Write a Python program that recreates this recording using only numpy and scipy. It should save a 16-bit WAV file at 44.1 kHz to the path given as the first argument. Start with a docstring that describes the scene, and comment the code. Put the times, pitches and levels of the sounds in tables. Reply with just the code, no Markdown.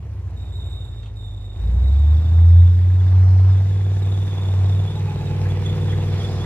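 """Tank turning past a crowd

A tank closes in over a dirt field. Its ten-cylinder diesel sags to a throb, then revs up: firing
pulses boom, steep pressure fronts bark in the pipe and turbulent gas roars. Dry track pins squeal,
the tracks groan, rattle and churn grit, and the hull rings with knocks. Crowd and trees return a
short echo, a sleeve brushes close by, and two microphone ports hear the tank from the left."""
import sys
import numpy as np
from scipy import signal
from scipy.fft import rfft, irfft, next_fast_len
from scipy.io import wavfile
from scipy.ndimage import uniform_filter1d, map_coordinates

SR = 44100
rng = np.random.default_rng(int(sys.argv[2]) if len(sys.argv) > 2 else 0)


def inscribe(sig):
    """Save sig as 16-bit PCM at rate SR to the path in sys.argv[1].

    A 1-D sig is mono; a 2-D sig holds one channel per row.
    Samples are clipped to [-1, 1] before scaling.
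    """
    pcm = np.round(np.clip(np.atleast_2d(sig).T, -1, 1) * 32767)
    wavfile.write(sys.argv[1], SR, pcm.astype(np.int16))


N = 284748
TIME_S = np.arange(N) / SR
STRAIN_LOW_SHARE = 0.16  # share of the strain boost that reaches the growl and the rumble


def amp(db):
    """Decibels to gain."""
    return 10 ** (np.asarray(db) / 20)


def unit(x):
    """Scale to rms 1."""
    return x / np.sqrt(np.mean(x ** 2) + 1e-20)


def along(points, hz):
    """Read (freq_hz, value) points on a log frequency axis."""
    freqs, values = np.transpose(points)
    return np.interp(np.log(hz + 1), np.log(freqs + 1), values)


def curves(rows):
    """One automation curve for each column after the time."""
    times, *columns = np.transpose(rows)
    return [np.interp(TIME_S, times, column) for column in columns]


def wobble(rate):
    """A smooth random curve, rate knots a second."""
    return map_coordinates(rng.standard_normal(int(N * rate / SR) + 4), [TIME_S * rate])


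def swell(start, length):
    """A half-sine envelope."""
    return np.sin(np.pi * np.clip((TIME_S - start) / length, 0, 1))


def hits(rows, decay_s):
    """An instant attack and exponential decay for each (start_s, level_db)."""
    return sum(amp(db) * (TIME_S > s) * np.exp(-np.abs(TIME_S - s) / decay_s) for s, db in rows)


def filtered(x, response):
    """Filter x by a complex response of frequency."""
    size = next_fast_len(N + SR // 2)
    return irfft(rfft(x, size) * response(np.fft.rfftfreq(size, 1 / SR)), size)[..., :N]


def ring(x, spectrum, size=8192):
    """Let x ring a minimum-phase body with this spectrum."""
    cepstrum = irfft(np.log(amp(along(spectrum, np.fft.rfftfreq(size, 1 / SR)))))
    cepstrum[1:size // 2] *= 2
    cepstrum[size // 2:] = 0
    return signal.fftconvolve(x, irfft(np.exp(rfft(cepstrum))))[:N]


def rush(spectrum, patchy_db):
    """Shaped stereo noise of rms 1 with patches of random gain, widest in the treble."""
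    # likeness of left and right: freq_hz, correlation
    likeness = [(60, 0.81), (250, 0.93), (500, 0.94), (1000, 0.97), (2000, 0.55), (4000, 0.5), (8000, 0.36),
                (14000, 0.17)]

    def mid_side(hz):
        angle = np.arccos(np.clip(along(likeness, hz), -1, 1)) / 2
        return amp(along(spectrum, hz)) * [np.cos(angle), np.sin(angle)]

    bins = signal.stft(rng.standard_normal((2, N)), nperseg=512)[2]
    patches = uniform_filter1d(rng.standard_normal(bins.shape[1:]), size=5, axis=0)
    patches = unit(uniform_filter1d(patches, size=10, axis=1))
    pair = signal.istft(bins * amp(patchy_db * patches), nperseg=512)[1][:, :N]
    mid, side = filtered(pair, mid_side)
    return unit(np.array([mid + side, mid - side]))


def friction_tone(hz, second_db, third_db):
    """A stick-slip tone with two overtones."""
    phase = 2 * np.pi * np.cumsum(hz) / SR
    return unit(np.sin(phase) + amp(second_db) * np.sin(2 * phase) + amp(third_db) * np.sin(3 * phase))


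def beam(part, turn_s=1.56, turn_deg_per_s=25.76):
    """Boost in dB as the hull, head-on at first, swings one part toward the crowd."""
    # where each part is loudest, counted from the nose: direction_deg, half_width_deg, boost_db
    beams = {"knock": (38, 27, 10), "crack": (83, 40, 16.4), "grit": (70, 9.8, 2.2),
             "throb": (105, 26.7, 14.4), "growl": (109, 15, 4.5)}
    direction, width, boost_db = beams[part]
    heading = turn_deg_per_s * np.maximum(TIME_S - turn_s, 0)
    return boost_db * np.exp(-((heading - direction) / width) ** 4)


def nearness(pass_s=6.67, pass_m=14.5, travel_m_per_s=8.2):
    """Level in dB by distance, 0 at the nearest point."""
    distance_m = np.hypot(pass_m, travel_m_per_s * (TIME_S - pass_s))
    return 20 * np.log10(pass_m / distance_m)


def field_echo(x):
    """Crowd and trees scatter a short, dull echo to each port."""
    # decay of the echo: freq_hz, t60_s
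    decay = [(100, 0.13), (1000, 0.61), (10000, 0.017)]
    hz, t, bins = signal.stft(rng.standard_normal((2, SR // 2)), SR, nperseg=256)
    tail = signal.istft(bins * amp(-60 * t / along(decay, hz)[:, None]), SR, nperseg=256)[1]
    return signal.fftconvolve(x[None], tail / np.linalg.norm(tail[0]), axes=1)[:, :N]


def hiss(start_s=2.04, level_db=-66, fade_db_per_s=7):
    """A thin, very high hiss sets in and fades."""
    level = (TIME_S > start_s) * amp(level_db - fade_db_per_s * (TIME_S - start_s))
    return level * rush([(6000, -19), (10000, -11), (13000, 2), (15500, -2)], patchy_db=-1)


def sleeve():
    """Short scuffs of cloth near the microphone."""
    # brushes of a sleeve: start_s, level_db
    brushes = [(1.031, -47.5), (1.059, -51)]
    cloth = rush([(200, -9), (1000, 10.5), (3000, 5), (7000, -10), (14000, -33.5)], patchy_db=4)
    return hits(brushes, decay_s=0.018) * cloth


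def soil():
    """Earth flung up by the tracks patters down in a hiss."""
    # sprays of loose soil: start_s, length_s, level_db
    sprays = [(1.608, 1.4, -59.5), (2.845, 1.095, -56), (6.003, 0.63, -50)]
    level = sum(amp(db) * swell(s, length) for s, length, db in sprays)
    spectrum = [(2000, -18.5), (4200, 11.5), (5600, 9), (7000, -19), (9000, -33)]
    return level * amp(wobble(250)) * rush(spectrum, patchy_db=3)


def grit(drive):
    """Grit crunches under the tracks in a fast, bright flicker."""
    # colour of the crunch: freq_hz, gain_db
    spectrum = [(1500, -23.5), (3500, -11), (5000, 1), (7300, -1.5), (8500, -8), (10500, -9.5),
                (12500, -13.5), (15500, -20)]
    level_db = -53 + beam("grit") + 1.7 * wobble(250) + 0.27 * wobble(35)
    return drive * amp(level_db) * rush(spectrum, patchy_db=2)


def link_rattle(drive):
    """Steel track links rattle in a fluttering midrange band."""
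    # colour of the links: freq_hz, gain_db
    spectrum = [(400, -27.5), (900, 1), (1300, -4), (1800, -3), (2600, -4), (3200, -7.5), (4200, -10.5),
                (7000, -34.5)]
    return drive * amp(-45 + 0.48 * beam("growl") + 1.1 * wobble(70)) * rush(spectrum, patchy_db=1)


def hull_knocks(cycle, drive):
    """The hull rings as the drive knocks once a cycle and slack track slaps it in the turn."""
    # resonances of the hull: freq_hz, gain_db
    spectrum = [(1000, -32), (1570, -7), (1690, 1.5), (1830, -11.5), (2020, 1), (2170, -21.5), (3500, -48)]
    # slaps of slack track: start_s, level_db
    clanks = [(5.454, -43), (5.56, -46), (5.925, -38.5), (6.44, -40)]
    strike = np.exp(-((cycle + 0.14) % 1) / 0.2) * amp(0.6 * wobble(15))
    hull = rush(spectrum, patchy_db=1.5)
    knock = drive * amp(-59 + beam("knock")) * unit(strike * hull)
    return knock + hits(clanks, decay_s=0.018) * hull


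def groans(pitch_hz=811, arch_hz=48.74):
    """The track slips roughly on its guide horns; each groan's pitch arches with its pressure."""
    # slips in the turn: start_s, length_s, level_db
    slips = [(4.945, .08, -41.5), (5.048, .086, -38.5), (5.175, .075, -40.5), (5.28, .07, -41.5),
             (5.38, .07, -45)]
    level = sum(amp(db) * swell(s, length) for s, length, db in slips) * amp(1.5 * wobble(120))
    hz = pitch_hz + arch_hz * sum(swell(s, length) for s, length, _ in slips) + 16 * wobble(200)
    return level * friction_tone(hz, second_db=-22, third_db=-13)


def pin(hz, chatter, slips_per_s=30):
    """A dry pin squeaks as its link bends over a wheel, at a new pitch and level for every slip."""
    slips = np.cumsum(slips_per_s * amp(2.5 * wobble(14))) / SR + rng.random()
    slip_index = slips.astype(int)
    offset_hz = 115 * np.clip(rng.standard_normal(N), -2, 1.5)[slip_index]
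    level = amp(2.2 * chatter * rng.standard_normal(N)[slip_index])
    grip = np.sin(np.pi * slips) ** 2
    pitch_hz = hz + chatter * offset_hz + 50 * (grip - 0.7) + 56 * wobble(450)
    return level * grip ** (2 * chatter ** 2) * friction_tone(pitch_hz, second_db=-13, third_db=-24)


def squeal(pins=3, attack_s=0.028, release_s=0.12):
    """Several dry track pins squeal at once, in bouts."""
    # bouts of squeal: start_s, length_s, pitch_hz, relative_db
    bouts = [(0.352, 0.79, 3700, -58.5), (0.512, .42, 3710, -54), (1.148, 0.22, 3678, -54.5),
             (1.28, .72, 3716, -59.5), (1.821, .96, 3623, -56), (2.678, .56, 3620, -62),
             (3.47, .6, 3550, -58), (4.0, .66, 3573, -53), (4.613, .45, 3603, -52.5),
             (5.034, .4, 3730, -57), (5.623, .16, 3540, -45), (5.772, .85, 3528, -53)]
    hz, = curves(sorted((s + length / 2, pitch) for s, length, pitch, _ in bouts))
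    power = np.zeros(N)
    for s, length, _, db in bouts:
        ramps = np.minimum((TIME_S - s) / attack_s, (s + length - TIME_S) / release_s)
        power += (amp(db) * np.clip(ramps, 0, 1)) ** 2
    chatter = np.interp(TIME_S, [1.4, 2.8], [0.45, 1])  # the squeal breaks up into short squeaks
    return np.sqrt(power) * amp(3.2 + 1.2 * chatter) * unit(sum(pin(hz, chatter) for _ in range(pins)))


def chirps():
    """Single pins give a quick chirp that arches in pitch."""
    # pin chirps: start_s, pitch_hz, level_db
    slips = [(3.07, 3580, -49.5), (4.889, 3570, -44), (5.26, 3690, -49), (5.493, 3360, -44),
             (5.641, 3380, -45), (5.891, 3290, -42), (6.199, 3280, -41), (6.235, 3500, -38),
             (6.403, 3410, -42)]
    out = np.zeros(N)
    for s, hz, db in slips:
        envelope = swell(s, length=0.03)
        glide_hz = hz + 120 * (envelope - 0.7) + 65 * wobble(400)
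        out += amp(db) * envelope * friction_tone(glide_hz, second_db=-18, third_db=-22)
    return out


def roar(cycle, load, drive, strain_db):
    """Turbulent gas puffs with the firings, heavier while the engine labours at low revs."""
    # low rumble of the exhaust: freq_hz, gain_db
    rumble_spectrum = [(20, -8), (45, 9), (90, 17), (170, 6.5), (260, 0.5), (400, 0), (510, -4),
                       (600, -5.5), (1200, -49.5)]
    # midrange rush of the gas: freq_hz, gain_db
    gas_spectrum = [(250, -22.5), (480, -22.5), (680, 1), (850, -2.5), (1050, -6), (1350, -10.5),
                    (2500, -25), (6000, -60)]
    puffs = 1 + 0.26 * np.cos(2 * np.pi * 5 * cycle) + load * 0.5 * np.exp(-(cycle % 1) / 0.062)
    rumble_db = -34.5 + 7.5 * (1 - load ** 2) + 0.5 * beam("growl") + STRAIN_LOW_SHARE * strain_db
    rumble = amp(rumble_db) * rush(rumble_spectrum, patchy_db=0)
    gas = amp(-47 + 4.9 * (1 - load) + strain_db) * rush(gas_spectrum, patchy_db=1.5)
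    return drive * puffs * (rumble + gas)


def fronts(cycle, place):
    """One pressure front a cycle, of slightly changing size."""
    fires = np.diff(np.floor(cycle - place), prepend=np.floor(-place)) > 0
    return fires * amp(0.8 * rng.standard_normal(N))


def barks(cycle, load, drive, strain_db):
    """Under load, steep fronts ring the pipe; the strongest of each cycle leaves it with a crack."""
    # fronts within one cycle: place_cycles, relative_db
    pattern = [(0, 3.5), (0.419, -0.5), (0.598, -1.5), (.8, -2.5)]
    # resonances of the exhaust pipe: freq_hz, gain_db
    pipe = [(120, -42.5), (200, -15.5), (250, 9.5), (290, -24), (345, 8), (380, -6), (410, 0.5),
            (460, -1.5), (505, 3), (545, -17.5), (800, -18.5), (1500, -39.5), (5000, -64.5)]
    # colour of the crack: freq_hz, gain_db
    crack_spectrum = [(150, -29.5), (300, 8.5), (800, 5), (1100, -9.5), (1500, -26.5), (2500, -7),
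                      (5000, -11.5), (12000, -46)]
    growl = unit(ring(sum(amp(db) * fronts(cycle, place) for place, db in pattern), pipe))
    crack = unit(ring(fronts(cycle, 0), crack_spectrum))
    growl_db = -39 + beam("growl") + STRAIN_LOW_SHARE * strain_db
    crack_db = -62.5 + beam("crack") + 0.45 * strain_db
    return drive * (amp(growl_db) * load ** 2.6 * growl + amp(crack_db) * crack)


def boom(cycle, speed, load, throttle, idle_db=-34.5):
    """The firing note, five beats a cycle from each bank, over the throb of an uneven firing order."""
    # firing note at full throttle: time_s, level_db
    firing_levels = [(1.6, -20), (1.79, -15), (2.15, -11), (2.23, -18), (2.4, -9), (2.61, -6), (2.75, -13),
                     (3.1, -13), (3.17, -10), (3.51, -11), (3.68, -17), (4.23, -19), (4.34, -23),
                     (4.63, -14), (4.83, -18), (4.94, -27), (5.04, -19), (5.14, -27), (5.51, -19),
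                     (5.68, -23), (5.99, -20), (6.42, -25)]
    # harmonics of the cycle in the throb: order, base_db, shut_throttle_loss_db, beam_weight
    throb_orders = [(3, -36, 24, 0.36), (4, -44, 7, -1), (6, -41, 11, -2.2), (7, -25, 15.5, 0.69),
                    (8, -28.5, 12.5, 0.49), (9, -40.5, 0.5, -1.2), (10, -29.5, 3.5, 0.24),
                    (12, -42, 42, 0.75), (13, -30, 61.5, -0.54), (15, -29, 63, -0.61),
                    (18, -26.5, 60.5, -0.96)]
    # silencer resonances that the orders sweep through: freq_hz, gain_db
    silencer = [(45, -19), (58, -6), (75, -4), (90, 1), (110, -4.5), (128, -17), (142, -16), (155, -8),
                (195, -18.5), (250, -22), (300, -31.5)]

    def harmonic(order, place):
        return np.sqrt(2) * np.cos(2 * np.pi * order * (cycle - place))

    firing_db, = curves(firing_levels)
    pulling = np.clip(2 * throttle - 1, 0, 1)
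    out = amp(idle_db + pulling * (firing_db - idle_db)) * harmonic(5, place=0.01)
    crest = np.interp(load, [0.25, 0.8], [-0.32, -0.01])  # load shifts the crest to other cylinders
    beam_db = beam("throb")
    for order, base_db, loss_db, weight in throb_orders:
        level_db = base_db + along(silencer, order * speed) - loss_db * (1 - throttle) + weight * beam_db
        out += amp(level_db + wobble(7)) * harmonic(order, place=crest if order % 5 else 0.04)
    return out


def from_left(x, lead_s=0.000085):
    """The sound reaches the left port first, and each port colours it a little differently."""
    # balance of the ports: freq_hz, left_minus_right_db
    tilt = [(500, -0.4), (2000, -1.8), (4000, -3.5), (8000, 0), (13000, 1.5)]
    sides = np.array([[0.5], [-0.5]])
    return filtered(x, lambda hz: amp(sides * along(tilt, hz)) * np.exp(2j * np.pi * hz * lead_s * sides))


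def scene():
    """The engine cycle times the exhaust and the knock; throttle and distance ride the drive's level."""
    # engine speed, two crank turns to a cycle: time_s, cycles_per_s
    revs = [(0, 14.97), (.29, 12.82), (.65, 12.25), (1.03, 10.75), (1.52, 9.88), (1.94, 13.97),
            (2.29, 16.44), (2.96, 18.34), (3.36, 18.59), (3.7, 19.33), (4.3, 19.39), (4.6, 18.94),
            (4.9, 19.56), (5.31, 19.52), (5.48, 19.1), (5.78, 19.45), (6.46, 19.22)]
    # the driver lifts off, then floors it: time_s, throttle_fraction
    pedal = [(0, 0.57), (.35, 0.59), (.78, 0.61), (1.0, 0.2), (1.51, 0.1), (1.64, 1)]
    # speeding up and steering strain the engine, so the gas roars harder: start_s, length_s, boost_db
    strains = [(1.852, .85, 4.5), (2.896, 0.78, 7), (3.597, 1, 2.5), (4.294, 0.58, 6.5), (5.374, 0.23, 2),
               (6.06, 0.83, 4.5)]
    speed, = curves(revs)
    throttle, = curves(pedal)
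    cycle = np.cumsum(speed) / SR
    load = (speed / speed.max()) ** 4
    drive = amp(nearness() - 7.5 * (1 - throttle))
    strain_db = sum(db * swell(s, length) for s, length, db in strains)
    bark = barks(cycle, load, drive, strain_db)
    tracks = squeal() + chirps() + groans()
    exhaust = boom(cycle, speed, load, throttle) + bark + roar(cycle, load, drive, strain_db)
    running_gear = link_rattle(drive) + hull_knocks(cycle, drive) + grit(drive)
    tank = from_left(exhaust + tracks + running_gear + soil())
    return tank + field_echo(amp(-15) * bark + amp(-9) * tracks) + sleeve() + hiss()


def record(dry, fade_s=0.004, top_hz=15800):
    """Quick fades at both ends and a steep cut of the highest treble."""
    fades = np.clip(np.minimum(TIME_S, TIME_S[::-1]) / fade_s, 0, 1)
    return filtered(dry * fades, lambda hz: hz < top_hz)


dry = scene()
out = record(dry)
inscribe(out)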